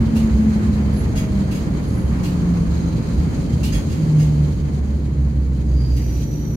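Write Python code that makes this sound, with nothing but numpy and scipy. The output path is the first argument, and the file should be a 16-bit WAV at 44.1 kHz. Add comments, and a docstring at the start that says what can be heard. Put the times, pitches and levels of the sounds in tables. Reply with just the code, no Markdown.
"""A falling whine booms over the rumble of wheels, heard inside a tram that slows for a stop.
The whine comes from the drive and swells wherever its pitch makes the tram's body ring. A fan hums,
loose metal fittings buzz and clack, and bumps in the track thud. Sliding wheels sing briefly and
a car passes outside. At the end the brakes scrape and begin to squeal.
The small, hard cabin smears every knock with quick echoes."""
import sys
import numpy as np
from scipy import signal
from scipy.fft import rfft, irfft
from scipy.io import wavfile

SR = 44100
rng = np.random.default_rng(int(sys.argv[2]) if len(sys.argv) > 2 else 0)


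def file_out(sig):
    """Save sig as 16-bit WAV at sys.argv[1]."""
    # one column per channel
    cols = np.atleast_2d(sig).T
    # limit, then scale
    lim = np.clip(cols, -1, 1)
    pcm = np.round(lim * 32767).astype(np.int16)
    wavfile.write(sys.argv[1], SR, pcm)


N = 289296
T = np.arange(N) / SR
FREQS = np.fft.rfftfreq(N, 1 / SR)

# The drive shaft as the tram brakes, coasts and brakes again. Each row: time in seconds, turns a second.
SHAFT_SPEED = [(0, 113.1), (2.1, 90.7), (2.8, 84), (3.8, 81.7), (4.05, 77.38), (4.55, 72.44), (5.3, 67.4),
               (6.56, 57.05)]
# The tone of a panel's crack and of the brakes' scrape. Each row: frequency in Hz, level in dB.
CRACK_SPECTRUM = [(600, -22), (2150, -11), (2450, 4), (2800, 5), (3250, -4), (3950, 1), (5500, -6),
                  (7200, -4), (8600, -9), (11500, -7), (15500, -16)]


def undb(db):
    """Turn decibels into a number to multiply by."""
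    return 10 ** (np.asarray(db) / 20)


def unit(x):
    """Scale a signal to an average (rms) strength of 1."""
    return x / np.sqrt(np.mean(x ** 2))


def over_time(rows):
    """Join (seconds, value) points into one value for every sample."""
    return np.interp(T, *np.transpose(rows))


def over_pitch(rows):
    """Join (Hz, value) points into one value for every frequency, with octaves evenly spaced."""
    hz, value = np.transpose(rows)
    return np.interp(np.log(FREQS + 1), np.log(hz), value)


def shape(x, response):
    """Filter a signal: multiply each frequency by its own gain."""
    return irfft(rfft(x) * response, N)


def resonance(hz, width):
    """The filter of something that rings at one pitch, with gain 1 at that pitch."""
    return 1j * FREQS * width / (hz ** 2 - FREQS ** 2 + 1j * FREQS * width)


def wander(rate):
    """A smooth random curve of strength 1 that changes about rate times a second."""
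    steps = rng.standard_normal(N // 16 + 2)
    hz = np.fft.rfftfreq(len(steps), 16 / SR)
    slow = irfft(rfft(steps) * np.exp(-(hz / rate) ** 2) * (hz > 0), len(steps))
    return unit(np.interp(T, np.linspace(0, T[-1], len(slow)), slow))


def cabin_noise(response):
    """Filtered noise from all sides: left and right are alike in the bass, unlike in the treble."""
    # Each row: frequency in Hz, how alike left and right are (1 is the same, 0 is unrelated).
    likeness = [(60, 1), (130, 0.93), (260, 0.79), (500, 0.45), (1000, -0.077), (2000, -0.19),
                (15000, -0.016)]
    alike = np.clip(over_pitch(likeness), -.99, .995)
    mid = shape(rng.standard_normal(N), response * np.sqrt(1 + alike))
    side = shape(rng.standard_normal(N), response * np.sqrt(1 - alike))
    return unit(np.array([mid + side, mid - side]))


def contacts(rate, spread_db):
    """Tiny hits at random moments, about rate a second, a few much harder than the rest."""
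    chance = rng.random(N) * SR / rate
    hit = np.flatnonzero(chance < 1)
    impacts = np.zeros(N)
    impacts[hit] = (-1.) ** hit * undb(spread_db * np.minimum(-np.log(chance[hit]), 4))
    return unit(impacts)


def cabin_echo(x, direct, fade_s=0.26):
    """The direct sound, then dense echoes from glass and panels that fall 60 dB in fade_s."""
    t = T[:SR // 2]
    tail = rng.standard_normal((2, len(t))) * undb(-60 * t / fade_s)
    tail /= np.sqrt(np.sum(tail ** 2, axis=1, keepdims=True))
    tail[:, 0] += direct
    return signal.fftconvolve(x[None], tail, axes=1)[:, :N] / np.hypot(1, direct)


def rolling(db, per_octave_db, rough_share, cruise_hz=90):
    """The gain of a sound that grows with speed and with the roughness of the rails."""
    # The track turns smoother near the stop. Each row: time in seconds, roughness in dB.
    roughness = [(0, -0.5), (2, -.5), (4.0, 0.5), (4.6, -2), (5.3, -5.5), (6.0, -2.5), (6.56, -3.5)]
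    octaves = np.log2(over_time(SHAFT_SPEED) / cruise_hz)
    return undb(db + per_octave_db * octaves + rough_share * over_time(roughness))


def boom(pitch):
    """The gain of a drive tone: it swells as it crosses a pitch at which the tram's body rings."""
    # Each row: ringing pitch in Hz, width in Hz, level in dB of a tone at that pitch.
    body_modes = [(63.2, 5.8, -18), (67.4, 8.4, -18.5), (125.4, 9.9, -23), (135, 9, -28.5),
                  (149.1, 4.8, -16), (152.5, 6.4, -14.5), (172.84, 10.2, -19.5), (197, 4.3, -25),
                  (211.1, 7.3, -20), (221.5, 23, -17), (359, 40, -42), (471, 40, -47), (629, 30, -43)]
    gains = [undb(db) / (1 + (2 * (pitch - hz) / width) ** 2) for hz, width, db in body_modes]
    return np.sqrt(sum(gain ** 2 for gain in gains))


def drive(flutter_db=2.3, gear_ratio=6.33, gear_blur=.7):
    """Whine, drone and gear tone fall with speed; the shaking wheel frame makes them flutter."""
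    speed = over_time(SHAFT_SPEED)
    phase = 2 * np.pi * np.cumsum(speed) / SR
    whine = boom(2 * speed) * undb(flutter_db * wander(11.3)) * np.sin(2 * phase + 0.056 * wander(9.7))
    drone = boom(speed) * undb(flutter_db * wander(23)) * np.sin(phase)
    gear = boom(gear_ratio * speed) * np.sin(gear_ratio * phase + gear_blur * wander(4.2))
    return np.sqrt(2) * (whine + drone + gear)


def wheels(flicker_db=1.34):
    """Rough rails shake the floor; the roar through the air fades faster as the tram slows."""
    # The low rumble and the brighter roar. Each row: frequency in Hz, level in dB.
    rumble_spectrum = [(22, -51), (31, -15.5), (40, -6.5), (52, -4.5), (68, 6.5), (88, -4.5), (110, -0.5),
                       (155, -3), (215, -5), (300, -10), (400, -17), (560, -22), (720, -29.5),
                       (1200, -62.5)]
    roar_spectrum = [(300, -29), (560, -43), (730, 1.5), (950, 1), (1400, -4), (2200, -5.5), (3000, -16.5),
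                     (5000, -26), (9000, -27), (15500, -46)]
    rumble = cabin_noise(undb(over_pitch(rumble_spectrum)))
    rumble *= rolling(db=-19.5, per_octave_db=4.0, rough_share=0.73)
    roar = cabin_noise(undb(over_pitch(roar_spectrum)))
    roar *= rolling(db=-42.0, per_octave_db=8.5, rough_share=0.58)
    return rumble + roar * undb(flicker_db * wander(19))


def fan(waver=0.92):
    """The fan and the power converter hum with steady tones that waver a little."""
    # Each row: pitch in Hz, level in dB.
    hum_tones = [(151, -30.5), (176, -44.5), (219, -37), (296, -40.5), (877, -63)]
    hum = 0
    for hz, db in hum_tones:
        level = np.sqrt(2) * undb(db + 2 * wander(2.7))
        hum += level * np.sin(2 * np.pi * hz * T + waver * wander(3.07))
    return hum


def buzz(shake_db=1.5, trim_db=-7, sway_db=1.34):
    """Loose metal chatters in fits, more on rough track; each fitting also comes and goes by itself."""
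    # How the fittings ring. Each row: pitch in Hz, width in Hz, relative level in dB.
    fitting_modes = [(2330, 560, 3), (3108, 44, 11), (3270, 10, 6), (4160, 510, 6), (4580, 360, 4.5),
                     (4700, 150, -7), (6500, 180, 7.5), (6830, 830, 0.5), (8370, 200, -3.5),
                     (9100, 120, -6), (10060, 690, -6.5), (12300, 300, -24)]
    # The rustle of trim and seals. Each row: frequency in Hz, level in dB.
    trim_spectrum = [(1200, -24), (2300, -3), (4300, -2.5), (7000, -3), (9000, -13), (11500, -8),
                     (15500, -30)]
    shake = undb(shake_db * wander(26))
    metal = 0
    for hz, width, db in fitting_modes:
        chatter = np.array([contacts(rate=1500, spread_db=1.5) for _ in range(2)])
        metal += shape(chatter * undb(db + sway_db * wander(5.6)), resonance(hz, width))
    ticks = contacts(rate=1800, spread_db=3.5)
    trim = cabin_echo(shape(ticks, undb(over_pitch(trim_spectrum))), direct=0.42)
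    rattle = unit(metal) + undb(trim_db) * unit(trim)
    return rattle * shake * rolling(db=-47.0, per_octave_db=0.5, rough_share=1.37)


def clacks(clack_db=5, rise_s=.004):
    """Each knock is a quick run of tiny hits that draws a crack from a panel and rings a loose latch."""
    # Each row: start in seconds, relative crack and ring levels in dB, fade time in seconds.
    knocks = [(0.15, -32, -59, 0.019), (1.15, -35.5, -31.5, 0.018), (1.163, -43, -40.5, 0.031),
              (1.507, -36.5, -45, 0.017), (1.545, -44, -39, 0.018), (2.23, -35, -50, 0.028),
              (3.628, -27.5, -59, 0.018), (3.719, -38, -29.5, 0.025), (3.889, -46, -44, 0.045),
              (4.18, -40.5, -39, 0.028), (5.961, -36, -61, 0.011), (6.206, -49, -40, 0.006)]
    # How the latch rings. Each row: pitch in Hz, width in Hz, relative level in dB.
    latch_modes = [(2010, 740, -0.5), (3290, 24, 8), (4480, 110, -5), (4920, 120, 0.5), (6530, 190, 2.5),
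                   (9600, 24, 3), (12550, 80, -10)]
    crack, ring = np.zeros(N), np.zeros(N)
    for start, crack_db, ring_db, fade_s in knocks:
        age = np.maximum(T - start, 0)
        blow = (1 - np.exp(-age / rise_s)) * np.exp(-age / fade_s)
        crack += undb(crack_db) * blow
        ring += undb(ring_db) * blow
    chatter = contacts(rate=4000, spread_db=6.0)
    latch = sum(undb(db) * resonance(hz, width) for hz, width, db in latch_modes)
    sound = shape(chatter * crack, unit(undb(over_pitch(CRACK_SPECTRUM))))
    sound += shape(chatter * ring, latch / np.sqrt(np.mean(np.abs(latch) ** 2)))
    return undb(clack_db) * cabin_echo(sound, direct=0.14)


def bounces(swell_s=0.04):
    """A bump in the track makes the tram's body swing at a low pitch for a few cycles."""
    # Each row: loudest moment in seconds, pitch in Hz, peak level in dB.
    bumps = [(0.354, 66, -9), (0.69, 72.4, -12.5), (1.171, 45, -20), (1.928, 70, -16), (2.719, 71.5, -14.5),
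             (3.178, 68, -16.5), (3.562, 71.6, -14.5), (3.76, 52.6, -15)]
    thuds = 0
    for peak_s, hz, db in bumps:
        swell = undb(db) * np.exp(-((T - peak_s) / swell_s) ** 2)
        thuds += swell * np.sin(2 * np.pi * hz * (T - peak_s))
    return thuds


def wheel_ring(hz, width):
    """Uneven slips keep a wheel ringing around one pitch, heard from all sides."""
    return unit(shape(rng.standard_normal((2, N)), resonance(hz, width) ** 2))


def wheel_squeals(fade_db=16):
    """Wheels slide a little on the rail and sing for a moment."""
    # Each row: start, full strength, fade start and end in seconds, pitch and width in Hz, level in dB.
    slides = [(.8, .87, .95, 1.05, 3115, 60, -56), (.92, .98, 1.0, 1.06, 11080, 260, -44),
              (1.83, 1.88, 2.0, 2.2, 10960, 380, -52.5), (2.55, 2.75, 3.1, 3.5, 4080, 200, -56),
              (2.68, 2.75, 2.9, 3.05, 6500, 180, -52), (3.38, 3.45, 3.55, 3.62, 3115, 70, -56),
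              (5.66, 5.8, 5.97, 6.25, 4795, 130, -47.5), (5.96, 5.98, 6.02, 6.16, 2100, 600, -51)]
    sound = 0
    for start, full, fading, end, hz, width, db in slides:
        swell = undb(db + np.interp(T, [start, full, fading, end], [-fade_db, 0, 0, -fade_db]))
        sound += swell * (T > start) * (T < end) * wheel_ring(hz, width)
    return sound


def passing_car(nearest_s=2.44, passing_s=0.56, tyres_db=-44.0, tread_hz=1080, width_hz=700):
    """The tyres of a car in the next lane swell and fade behind the glass."""
    distance = np.hypot(1, (T - nearest_s) / passing_s)
    return undb(tyres_db) * cabin_noise(resonance(tread_hz, width_hz) ** 2) / distance


def brakes(squeal_hz=5945, width_hz=190, squeal_db=-47.5, octave_db=-6, rasp_db=1.0, full_s=6.02):
    """The brake shoes grab and scrape, then stick and slip into a raspy squeal that builds and holds."""
    # The shoes grip ever harder. 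Each row: moment of letting go in seconds, level in dB, rise in dB/s.
    grabs = [(6.21, -47.5, 35), (6.335, -51, 400)]
    let_go_db_per_s, build_db_per_s = 400, 90
    scrape = unit(shape(contacts(rate=600, spread_db=2.5), undb(over_pitch(CRACK_SPECTRUM))))
    grip = sum(undb(db - np.maximum(rise * (s - T), let_go_db_per_s * (T - s))) for s, db, rise in grabs)
    squeal = wheel_ring(squeal_hz, width_hz) + undb(octave_db) * wheel_ring(2 * squeal_hz, 2 * width_hz)
    build = undb(squeal_db - build_db_per_s * np.maximum(full_s - T, 0))
    rasp = unit(undb(rasp_db * wander(100)))
    return cabin_echo(grip * scrape, direct=0.39) + build * rasp * squeal


def scene():
    """All the sounds together, heard from a window seat."""
    # Each row: frequency in Hz, how much louder the left is than the right in dB.
    balance = [(60, -1.6), (130, -0.8), (260, 0.3), (500, -1), (1000, -0.5), (2000, 1), (4500, -4),
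               (9000, -1), (14000, -.3)]
    sound = drive() + wheels() + fan() + buzz() + clacks() + bounces()
    sound += wheel_squeals() + passing_car() + brakes()
    edge_fade = signal.windows.tukey(N, .002)
    side_gains = undb(np.outer([1, -1], over_pitch(balance)) / 2)
    return shape(sound * edge_fade, side_gains)


def record(dry):
    """Cut away the very highest treble."""
    top_hz = 15720
    return signal.sosfilt(signal.ellip(10, .1, 90, top_hz, fs=SR, output="sos"), dry)


dry = scene()
out = record(dry)
file_out(out)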